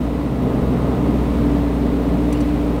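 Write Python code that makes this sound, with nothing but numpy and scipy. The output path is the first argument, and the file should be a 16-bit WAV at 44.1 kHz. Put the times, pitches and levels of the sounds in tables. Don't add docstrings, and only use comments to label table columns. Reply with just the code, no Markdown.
import sys
import numpy as np
from scipy import signal
from scipy.fft import rfft, irfft
from scipy.io import wavfile

SR = 44100
rng = np.random.default_rng(int(sys.argv[2]) if len(sys.argv) > 2 else 0)


def put_to_file(sound):
    columns = np.atleast_2d(sound).T
    safe = np.clip(columns, -1, 1)
    whole_steps = np.round(safe * 32767)
    wavfile.write(sys.argv[1], SR, whole_steps.astype(np.int16))


N = 123479
T = np.arange(N) / SR
HZ = np.fft.rfftfreq(N, 1 / SR)

# start_s, firings_per_s
ENGINE_SPEED = [(0.0, 60.44), (0.3, 62.15), (0.6, 63.08), (0.9, 62.49), (1.2, 61.59), (1.5, 60.56),
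                (1.8, 59.82), (2.1, 59.29), (2.4, 58.81), (2.8, 58.84)]
# start_s, level_db (rms)
HUM_LEVEL = [(0, -26), (.45, -28), (.65, -25.5), (.9, -24.5), (1.05, -24.5), (1.5, -22), (1.7, -23.5),
             (2.25, -23), (2.45, -23), (2.8, -24.5)]
# multiple, level_db (rms, before bay, wander and loudness)
CYCLE_HARMONICS = [(8, -33), (9, -33.5), (12, -33.5), (16, -30.5), (17, -32), (19, -32), (20, -34),
                   (21, -43), (26, -45), (28, -43.5), (31, -47), (32, -46), (37, -48), (39, -49)]
# centre_hz, half_width_hz, gain_db
BAY_RESONANCES = [(126, 3.2, 10), (140, 5, 6), (177, 2.5, 4), (287.5, 6, 10.5), (294.5, 2.8, 9),
                  (301.5, 3.5, -13)]
# start_s, harmonics_db, air_db, hiss_db
PANEL_LOUDNESS = [(0, -7, -2.5, -1), (.35, -4.5, -1.5, -1.4), (.5, -3.5, 1.1, 0), (1, -2.5, 1.3, 0.6),
                  (1.25, -5.5, -1, 1.2), (1.45, 1.5, .9, 1.5), (1.75, -0.5, -.9, 0.5), (2.15, 2, 0.4, 0.5),
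                  (2.45, 0, -1, 1.7), (2.8, -3, -0.5, 0.3)]
# start_s, level_db
RUMBLE_SWELLS = [(0, 0.5), (.2, -2.5), (.5, 1.5), (.65, 3.5), (.8, -1), (1.0, 2), (1.12, 2.5), (1.28, 1),
                 (1.43, 2), (1.6, -0.5), (1.76, -3.5), (1.9, 2.5), (2.02, -7), (2.12, 1.2), (2.3, -4.5),
                 (2.65, 0), (2.8, -7)]
# pitch_hz, density_db (per Hz)
RUMBLE_SPECTRUM = [(20, -74), (35, -59), (50, -54), (80, -48.5), (108, -58.5), (135, -49), (172, -45),
                   (215, -44.5), (250, -44), (272, -43.5), (292, -49), (345, -56.5), (500, -90),
                   (1500, -120)]
# pitch_hz, density_db (per Hz)
AIR_SPECTRUM = [(200, -64), (335, -59), (390, -50), (465, -51), (525, -57.5), (620, -58), (790, -64),
                (1000, -65), (1250, -66), (1520, -76), (3000, -110)]
# pitch_hz, density_db (per Hz)
HISS_SPECTRUM = [(1000, -81), (1550, -77.5), (2000, -74.5), (3000, -81), (3900, -82.5), (4800, -88.6),
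                 (5600, -91), (8000, -94.5), (9700, -97.5), (12500, -98), (15500, -97)]
# centre_hz, half_width_hz, gain_db
CASING_RESONANCES = [(370, 4.9, 2.5), (494.6, 5.8, 4), (553.5, 21.5, 4), (618, 31, 3.5), (687, 26, 4.5),
                     (767, 13, 4.5), (825, 35, 3.5), (902, 29, 2), (983, 7.1, 5.5), (1276, 16, 1),
                     (2800, 63, 2.5), (4650, 40, -4), (4960, 28, 2)]
# centre_hz, half_width_hz, gain_db
HISS_PEAKS = [(8260, 90, 6.5), (8590, 130, 4), (8960, 50, 10), (9810, 50, 7), (10160, 70, 4),
              (10520, 80, 5.5), (11900, 170, 6), (13280, 60, 3), (13570, 80, 5.5), (13830, 70, 4),
              (14310, 80, 5.5), (14600, 90, 6), (14900, 70, 5), (15500, 70, 7)]
# pitch_hz, width_hz, level_db (rms, before growth and hiss loudness)
WHINE_TONES = [(1987, 9.3, -65), (3315, 62, -65), (4340, 14, -76), (15135, 22, -70)]
# start_s, ring_db (before mode level and favour),
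# noise_db (rms before it decays), strongest_hz, spread_octaves
CLICK_EVENTS = [(2.3245, -39, -35.5, 7200, 1.0), (2.330, -35.5, -42, 2300, .3),
                (2.345, -35.5, -44, 2850, .18), (2.355, -44, -46, 2850, .2), (2.363, -43, -45, 2800, .2),
                (2.369, -49, -46, 4000, .8), (2.4035, -39, -37.5, 4500, 1.2)]
# pitch_hz, relative_db
CONTACT_SPECTRUM = [(800, -20), (2000, 6), (4600, 1), (6100, -2), (8700, 0), (10500, -2), (15000, -11)]
# pitch_hz, relative_db, t60_s
PART_MODES = [(2270, 0, .06), (2780, 0, .09), (2925, -1, .09), (3900, -4, .06), (4540, 0, .07),
              (4880, -6, .05), (5890, -4, .07), (6120, -2.5, .055), (8020, -1, .05), (8700, -2.5, .05),
              (9120, -2.5, .055)]

CYLINDERS = 4
WAVER, WAVER_HZ = 0.08, 8
RUMBLE_PULSE, AIR_PULSE, HISS_PULSE = 0.028, 0.12, 0.074
PUFF_TURNS = .13
FIRING_SPREAD_DB = 0.5
RIPPLE_DB, RIPPLE_HZ = 1.08, 21.95
WHINE_DB_PER_S = 2
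CLICK_SKIRT_DB = 8
GRIT_DB, GRIT_PER_S = 4, 1200
CLICK_RISE_S, CLICK_T60_S = .003, .07
EDGE_HZ, FADE_S = 15800, .005


def amp(db):
    return 10 ** (np.asarray(db) / 20)


def unit(x):
    return x / np.sqrt(np.mean(abs(x) ** 2) + 1e-20)


def curve(table):
    times, *columns = np.transpose(table)
    return [np.interp(T, times, column) for column in columns]


def colour(x, spectrum, extra_db):
    hz, db = np.transpose(spectrum)
    spectrum_db = np.interp(np.log(HZ + 1), np.log(hz), db)
    gain = amp(spectrum_db + extra_db) * np.sqrt(SR / 2)
    return irfft(rfft(x) * gain, N)


def band(hz, width):
    resonance = 1 / (1 + (2 * (HZ - hz) / width) ** 2)
    return unit(irfft(rfft(rng.standard_normal(N)) * resonance, N))


def peaks_db(hz, table):
    return sum(db * np.exp(-((hz - centre) / width) ** 2) for centre, width, db in table)


def hum(firings):
    level_db, = curve(HUM_LEVEL)
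    return np.sqrt(2) * amp(level_db) * np.cos(2 * np.pi * (firings + rng.random()))


def drone(rate, firings):
    out = np.zeros(N)
    for multiple, db in CYCLE_HARMONICS:
        per_firing = round(multiple) / CYLINDERS
        bay_db = peaks_db(per_firing * rate, BAY_RESONANCES)
        wander = 1 + WAVER * (band(0, 2 * WAVER_HZ) + 1j * band(0, 2 * WAVER_HZ))
        tone = np.exp(2j * np.pi * (per_firing * firings + rng.random()))
        out += amp(db + bay_db) * (wander * tone).real
    return np.sqrt(2) * out


def puffs(firings, depth):
    strengths = amp(FIRING_SPREAD_DB * rng.standard_normal(size=400))
    strength = strengths[firings.astype(int)]
    puff = unit(strength * np.exp(-(firings % 1) / PUFF_TURNS))
    return unit((1 - depth + depth * puff) * rng.standard_normal(N))


def ripple():
    heights = rng.standard_normal(size=4000)
    uneven = np.interp(HZ / RIPPLE_HZ, np.arange(len(heights)), heights)
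    return RIPPLE_DB * unit(uneven) * (HZ > 700)


def rumble(firings, casing_db):
    swell_db, = curve(RUMBLE_SWELLS)
    return amp(swell_db) * colour(puffs(firings, RUMBLE_PULSE), RUMBLE_SPECTRUM, casing_db)


def blower_air(firings, casing_db):
    return colour(puffs(firings, AIR_PULSE), AIR_SPECTRUM, casing_db)


def blower_hiss(firings, casing_db):
    detail_db = casing_db + peaks_db(HZ, HISS_PEAKS)
    return colour(puffs(firings, HISS_PULSE), HISS_SPECTRUM, detail_db)


def whine():
    growth = unit(amp(WHINE_DB_PER_S * T))
    return growth * sum(amp(db) * band(hz, width) for hz, width, db in WHINE_TONES)


def click(start, ring_db, noise_db, centre_hz, octaves):
    age = np.maximum(T - start, 0)

    def favour_db(hz):
        return -CLICK_SKIRT_DB * (np.log2((hz + 1) / centre_hz) / octaves) ** 2

    def fade(t60):
        return np.exp(-np.log(1000) * age / t60)

    grain_db = GRIT_DB * np.clip(rng.standard_normal(N), -2, 2)
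    grit = amp(grain_db)[(T * GRIT_PER_S).astype(int)]
    burst = unit(colour(grit * rng.standard_normal(N), CONTACT_SPECTRUM, favour_db(HZ) / 2))
    ring = np.zeros(N)
    for hz, db, t60 in PART_MODES:
        tone = np.sin(2 * np.pi * (hz * age + rng.random()))
        ring += amp(db + favour_db(hz)) * fade(t60) * tone
    attack = np.minimum(age / CLICK_RISE_S, 1)
    return attack * (amp(noise_db) * fade(CLICK_T60_S) * burst + amp(ring_db) * ring)


def scene():
    rate, = curve(ENGINE_SPEED)
    firings = np.cumsum(rate) / SR
    drone_db, air_db, hiss_db = curve(PANEL_LOUDNESS)
    casing_db = peaks_db(HZ, CASING_RESONANCES) + ripple()
    engine = hum(firings) + amp(drone_db) * drone(rate, firings) + rumble(firings, casing_db)
    air = amp(air_db) * blower_air(firings, casing_db)
    hiss = amp(hiss_db) * (blower_hiss(firings, casing_db) + whine())
    clicks = sum(click(*event) for event in CLICK_EVENTS)
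    return (engine + air + hiss + clicks)[None]


def record(dry):
    taps = signal.firwin(511, EDGE_HZ, window=("kaiser", 9), fs=SR)
    fades = np.minimum(np.minimum(T, T[-1] - T) / FADE_S, 1)
    return signal.oaconvolve(dry, taps[None], "same") * fades


dry = scene()
out = record(dry)
put_to_file(out)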